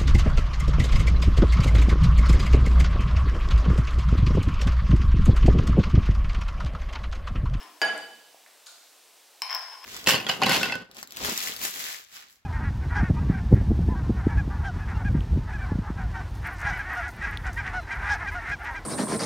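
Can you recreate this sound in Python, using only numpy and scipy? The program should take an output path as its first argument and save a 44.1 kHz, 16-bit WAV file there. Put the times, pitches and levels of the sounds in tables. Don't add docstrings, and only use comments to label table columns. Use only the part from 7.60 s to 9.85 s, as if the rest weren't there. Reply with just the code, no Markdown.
import sys
import numpy as np
from scipy import signal
from scipy.io import wavfile

SR = 44100
rng = np.random.default_rng(int(sys.argv[2]) if len(sys.argv) > 2 else 0)


def level_to_linear(level):
    exponent = np.asarray(level, float) / 20
    return 10 ** exponent


def to_wav(s):
    ch = np.atleast_2d(s).T
    pcm = np.round(np.clip(ch, -1, 1) * 32767)
    wavfile.write(sys.argv[1], SR, pcm.astype(np.int16))


N = 99225

# mode_hz, level_db, t60_s
JAR_LOW_MODES = [(856, -10.5, 0.059), (1042, 4, 0.016), (1690, 0, 0.0071), (2660, 13, 0.0013),
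                 (3143, -8.5, 0.025), (4540, -20, 0.0049)]
# mode_hz, level_db, t60_s
JAR_HIGH_MODES = [(5090, -18, .03), (5200, -9, .06), (5265, -8.5, .09), (5375, -9.5, .07)]


def at_hz(points, hz):
    table_hz, value = np.transpose(points)
    return np.interp(np.log(hz), np.log(table_hz), value)


def rms_one(x):
    return x / np.sqrt(np.mean(x ** 2) + 1e-20)


def low_pass(x, hz):
    return signal.sosfilt(signal.butter(2, hz, fs=SR, output="sos"), x)


def high_pass(x, hz):
    return signal.sosfilt(signal.butter(3, hz, "high", fs=SR, output="sos"), x)


def band_pass(x, low_hz, high_hz, order):
    return signal.sosfilt(signal.butter(order, [low_hz, high_hz], "band", fs=SR, output="sos"), x)


def ring(clicks, hz, t60):
    radius = level_to_linear(-60 / (t60 * SR))
    angle = 2 * np.pi * hz / SR
    return signal.lfilter([0, np.sin(angle)], [1, -2 * radius * np.cos(angle), radius ** 2], clicks + 1e-18)


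def train(s, db):
    out = np.zeros(N)
    np.add.at(out, (np.asarray(s) * SR).astype(int), level_to_linear(db))
    return out


def left_right(db):
    return level_to_linear(db * np.array([[.5], [-.5]]))


def noise_bands(size, likeness, gain):
    out = 0
    edges = 35 * 2 ** np.arange(0, 9.1, .5)
    white = rng.standard_normal((2, 2, size))
    for k, (low, high) in enumerate(zip(edges, edges[1:])):
        mid, side = band_pass(white[k % 2], low, high, order=2)
        hz = np.sqrt(low * high)
        alike = np.clip(at_hz(likeness, hz), 0, 1)
        stereo = np.sqrt(1 + alike) * mid + np.sqrt(1 - alike) * side * [[1], [-1]]
        out = out + gain(hz) * stereo
    return out


def knocked_glass(ring_db, counter_db, snap_db):
    # start_s, peak_db
    blows = [
        (0.2151, -41.5),
        (0.2168, -7.5),
        (0.2202, -20),
        (0.232, -32.5),
    ]
    # mode_hz, then level_db, t60_s
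    mode_hz = [222, 295, 487, 625, 842, 1290, 1674, 3004, 4691, 5340, 6692, 9006, 11560, 14390]
    mode_decay = [(-16, 0.043), (-26, 0.15), (-17, 0.03), (-22, .06), (-21, 0.03), (-17, 0.02),
                  (-12.5, 0.34), (-18, 0.42), (-21, 0.3), (-28, .15), (-33, .3), (-35, .2), (-38, .1),
                  (-43, .09)]
    # twin_hz, sign, then level_db, t60_s
    twin_hz = [1660, 2987, 4708, 6674]
    twin_sign = [-1, 1, 1, 1]
    twin_decay = [(-17, .33), (-23, .42), (-24, .3), (-37, .3)]

    s, peak_db = np.transpose(blows)
    rebounds = low_pass(train(s[2:], peak_db[2:]), 2900)
    clicks = train(s[:2], peak_db[:2]) + rebounds

    thud = level_to_linear(-14) * ring(clicks, hz=830, t60=0.00092)
    snap = level_to_linear(6 + snap_db) * ring(clicks, hz=2140, t60=0.00094)
    twins = 0
    for hz, sign, (db, t60) in zip(twin_hz, twin_sign, twin_decay):
        twins = twins + sign * level_to_linear(db + ring_db) * ring(clicks, hz, t60)
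    modes = 0
    for k, (hz, (db, t60)) in enumerate(zip(mode_hz, mode_decay)):
        extra_db = ring_db if hz > 1500 else counter_db
        modes = modes + (-1) ** k * level_to_linear(db + extra_db) * ring(clicks, hz, t60)
    return thud + snap + left_right(-9.5) * twins + modes


def spoon_clinks():
    # start_s, peak_db, low_modes_db, top_modes_db
    touches = [(.0080, -41, -15.5, -6), (.0300, -42.5, -29, 8), (1.8195, -19, -14.5, -9),
               (1.894, -39, -0.5, -10), (1.898, -28.5, -12, -16), (1.9069, -27, -26, 2),
               (1.9130, -32, -4, 7), (1.9175, -42.5, 5, -15), (1.9215, -46.5, 2, -13),
               (1.9282, -25, -10.5, 1), (1.9400, -27.5, -8, 3), (1.9481, -17.5, -20.5, 5.5),
               (1.9560, -41, -0.5, -15), (1.9770, -44.5, -1, -13), (2.0120, -47.5, 4.5, -12),
               (2.0840, -52.5, 8, -16), (2.1100, -73, 18, -10), (2.1180, -62, 15, -10),
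               (2.233, -38.5, -19, -22), (2.2420, -39.5, -4.5, 15)]
    # mode_hz, level_db, t60_s
    top_modes = [(8000, -22, .003), (11600, -20, .004), (13320, -21, .03), (15600, -29, .03)]
    s, peak_db, low_db, top_db = np.transpose(touches)
    luck_db = 2 * rng.standard_normal((30, 14))[:len(s)]

    def strike(modes, extra_db, first):
        body = 0
        for k, (hz, mode_db, t60) in enumerate(modes, first):
            body = body + ring(train(s, peak_db + extra_db + mode_db + luck_db[:, k]), hz, t60)
        return body

    low_count, high_count = len(JAR_LOW_MODES), len(JAR_HIGH_MODES)
    low = low_pass(strike(JAR_LOW_MODES, low_db, first=0), 6000)
    bowl = band_pass(strike(JAR_HIGH_MODES, 0, first=low_count), 4580, 5900, order=1)
    top = strike(top_modes, top_db, first=low_count + high_count)
    crack = ring(train(s, peak_db + top_db - 15), hz=9000, t60=.0008)
    return low + bowl + top + crack


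def salt_grind():
    # time_s, level_db
    strokes = [
        [(0, -44.5), (0.039, -51), (0.109, -80), (.16, -70)],
        [(1.88, -56), (1.895, -44.5), (1.959, -49), (2.02, -72), (2.08, -83), (2.13, -43), (2.191, -71),
         (2.25, -40)],
    ]
    grains_per_s = 1500
    snaps = rng.random(N) < grains_per_s / SR
    size_db = 3 * np.minimum(rng.exponential(1, N), 4)
    grains = snaps * level_to_linear(size_db) * rng.choice([-1, 1], N)

    t = np.arange(N) / SR
    push = 0
    for stroke in strokes:
        time_s, level_db = np.transpose(stroke)
        push = push + level_to_linear(np.interp(t, time_s, level_db, left=-200, right=-200) - 25)
    grains = rms_one(grains) * push

    spray = level_to_linear(-1) * high_pass(grains, 6000)
    grains = low_pass(grains, 5600)
    low = sum(level_to_linear(db) * ring(grains, hz, t60) for hz, db, t60 in JAR_LOW_MODES)
    high = sum(level_to_linear(db) * ring(grains, hz, t60) for hz, db, t60 in JAR_HIGH_MODES)
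    rasp = ring(grains, hz=1800, t60=.0015)
    return spray + low + level_to_linear(-4) * high + level_to_linear(9) * rasp


def small_ticks(to_room):
    # start_s; pitch_hz; then peak_db, ring_cycles, room_share_db
    start_s = [.0050, .0290, .2495, .3780, .7450, .8630, 1.0628, 1.0660, 1.0690, 1.0692, 1.0693, 1.0695,
               1.8192, 1.8193, 1.8195, 1.8925, 1.9068, 1.9130, 1.9555, 2.2425, 1.8200, 1.8202, 1.8204,
               1.8206, 1.8196, 1.9770]
    pitch_hz = [300, 11000, 9300, 8300, 700, 1950, 6700, 3950, 4600, 1450, 10000, 6900, 4250, 3090, 2330,
                2100, 1900, 1900, 1800, 2600, 7900, 9900, 12780, 13750, 780, 1900]
    contacts = [(-56, 7.1, 22.5), (-56, 1700, -12), (-30, 62, 4.5), (-25, 12, 1), (-38, 7.2, -10.5),
                (-34, 6, -2.5), (-35.5, 26, 5), (-31.5, 11, 5), (-32, 15, 3), (-43, 15.5, 3),
                (-32.5, 10.4, 10), (-36, 22, 12), (-25.5, 39, 2.5), (-30.5, 120, -0.5), (-23.5, 15, 0),
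                (-26.5, 7, 5.5), (-22.5, 6.2, 2.5), (-20.5, 4, -1), (-18.5, 7.7, -15), (-36, 46, -9),
                (-20, 23, -14), (-32, 40, 8), (-28, 66, 0), (-37, 74, -18), (-35.5, 10.6, -18),
                (-32, 5.9, -3)]
    out = 0
    for s, hz, (peak_db, cycles, room_db) in zip(start_s, pitch_hz, contacts):
        level_db = peak_db + to_room * (room_db - 1)
        tick = ring(train([s], [level_db]), hz, t60=cycles / hz)
        out = out + band_pass(tick, hz * .6, hz * 1.6, order=1)
    return out


def kitchen():
    # band_hz, t60_s
    decay = [(150, 0.91), (700, 0.75), (2000, 0.65), (5000, 0.93), (12000, 0.54)]
    # band_hz, level_db
    colour = [(150, -24), (700, 5), (2000, -2), (5000, -6.5), (12000, -11)]
    # band_hz, likeness_0_to_1
    room_likeness = [(150, 1), (700, 0.86), (2000, 0.76), (5000, 0.12), (12000, 0.44)]
    t = np.arange(SR) / SR
    tail = noise_bands(SR, room_likeness, lambda hz: level_to_linear(at_hz(colour, hz) - 60 * t / at_hz(decay, hz)))
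    build_s = 0.0014
    tail = tail * np.clip(t / build_s - .5, 0, 1)
    return tail / np.sqrt(np.sum(tail ** 2) / 2)


def reverberate(x, room):
    return signal.fftconvolve(x, room, axes=1)[:, :N]


def background():
    # band_hz, level_db
    air_colour = [(40, -28), (220, -17), (330, -6), (700, 0), (1500, -6.5), (3000, -3), (8000, -6),
                  (16000, -11)]
    # band_hz, likeness_0_to_1
    air_likeness = [(60, .2), (200, 0.84), (1000, 1), (4000, 1), (12000, 0.37)]
    air = rms_one(noise_bands(N, air_likeness, lambda hz: level_to_linear(at_hz(air_colour, hz))))
    insect_hz, width_hz = 8200, 150
    t60 = np.log(1000) / np.pi / width_hz
    whistle = ring(rng.standard_normal((2, N)), insect_hz, t60)
    whistle = rms_one(ring(whistle, insect_hz, t60))
    return level_to_linear(-56) * air + level_to_linear(-71) * whistle


def scene():
    room = kitchen()
    jar = high_pass(spoon_clinks() + salt_grind(), 945)
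    jar = jar + level_to_linear(-3) * reverberate(jar[None], room)
    jar = left_right(3) * jar

    knock = high_pass(knocked_glass(ring_db=0, counter_db=0, snap_db=0), 423)
    knock_to_room = level_to_linear(1.5) * knocked_glass(ring_db=-11, counter_db=-4.5, snap_db=-2)
    wet = reverberate(knock_to_room + small_ticks(True), room)
    return knock + jar + small_ticks(False) + wet + background()


def top_cut(x):
    return signal.sosfilt(signal.butter(12, 16480, fs=SR, output="sos"), x)


def record(dry):
    mix = signal.sosfilt(signal.butter(2, 120, "high", fs=SR, output="sos"), dry)
    mix = signal.sosfilt(signal.ellip(12, .5, 90, 15800, fs=SR, output="sos"), mix)
    return top_cut(mix)


dry = scene()
out = record(dry)
to_wav(out)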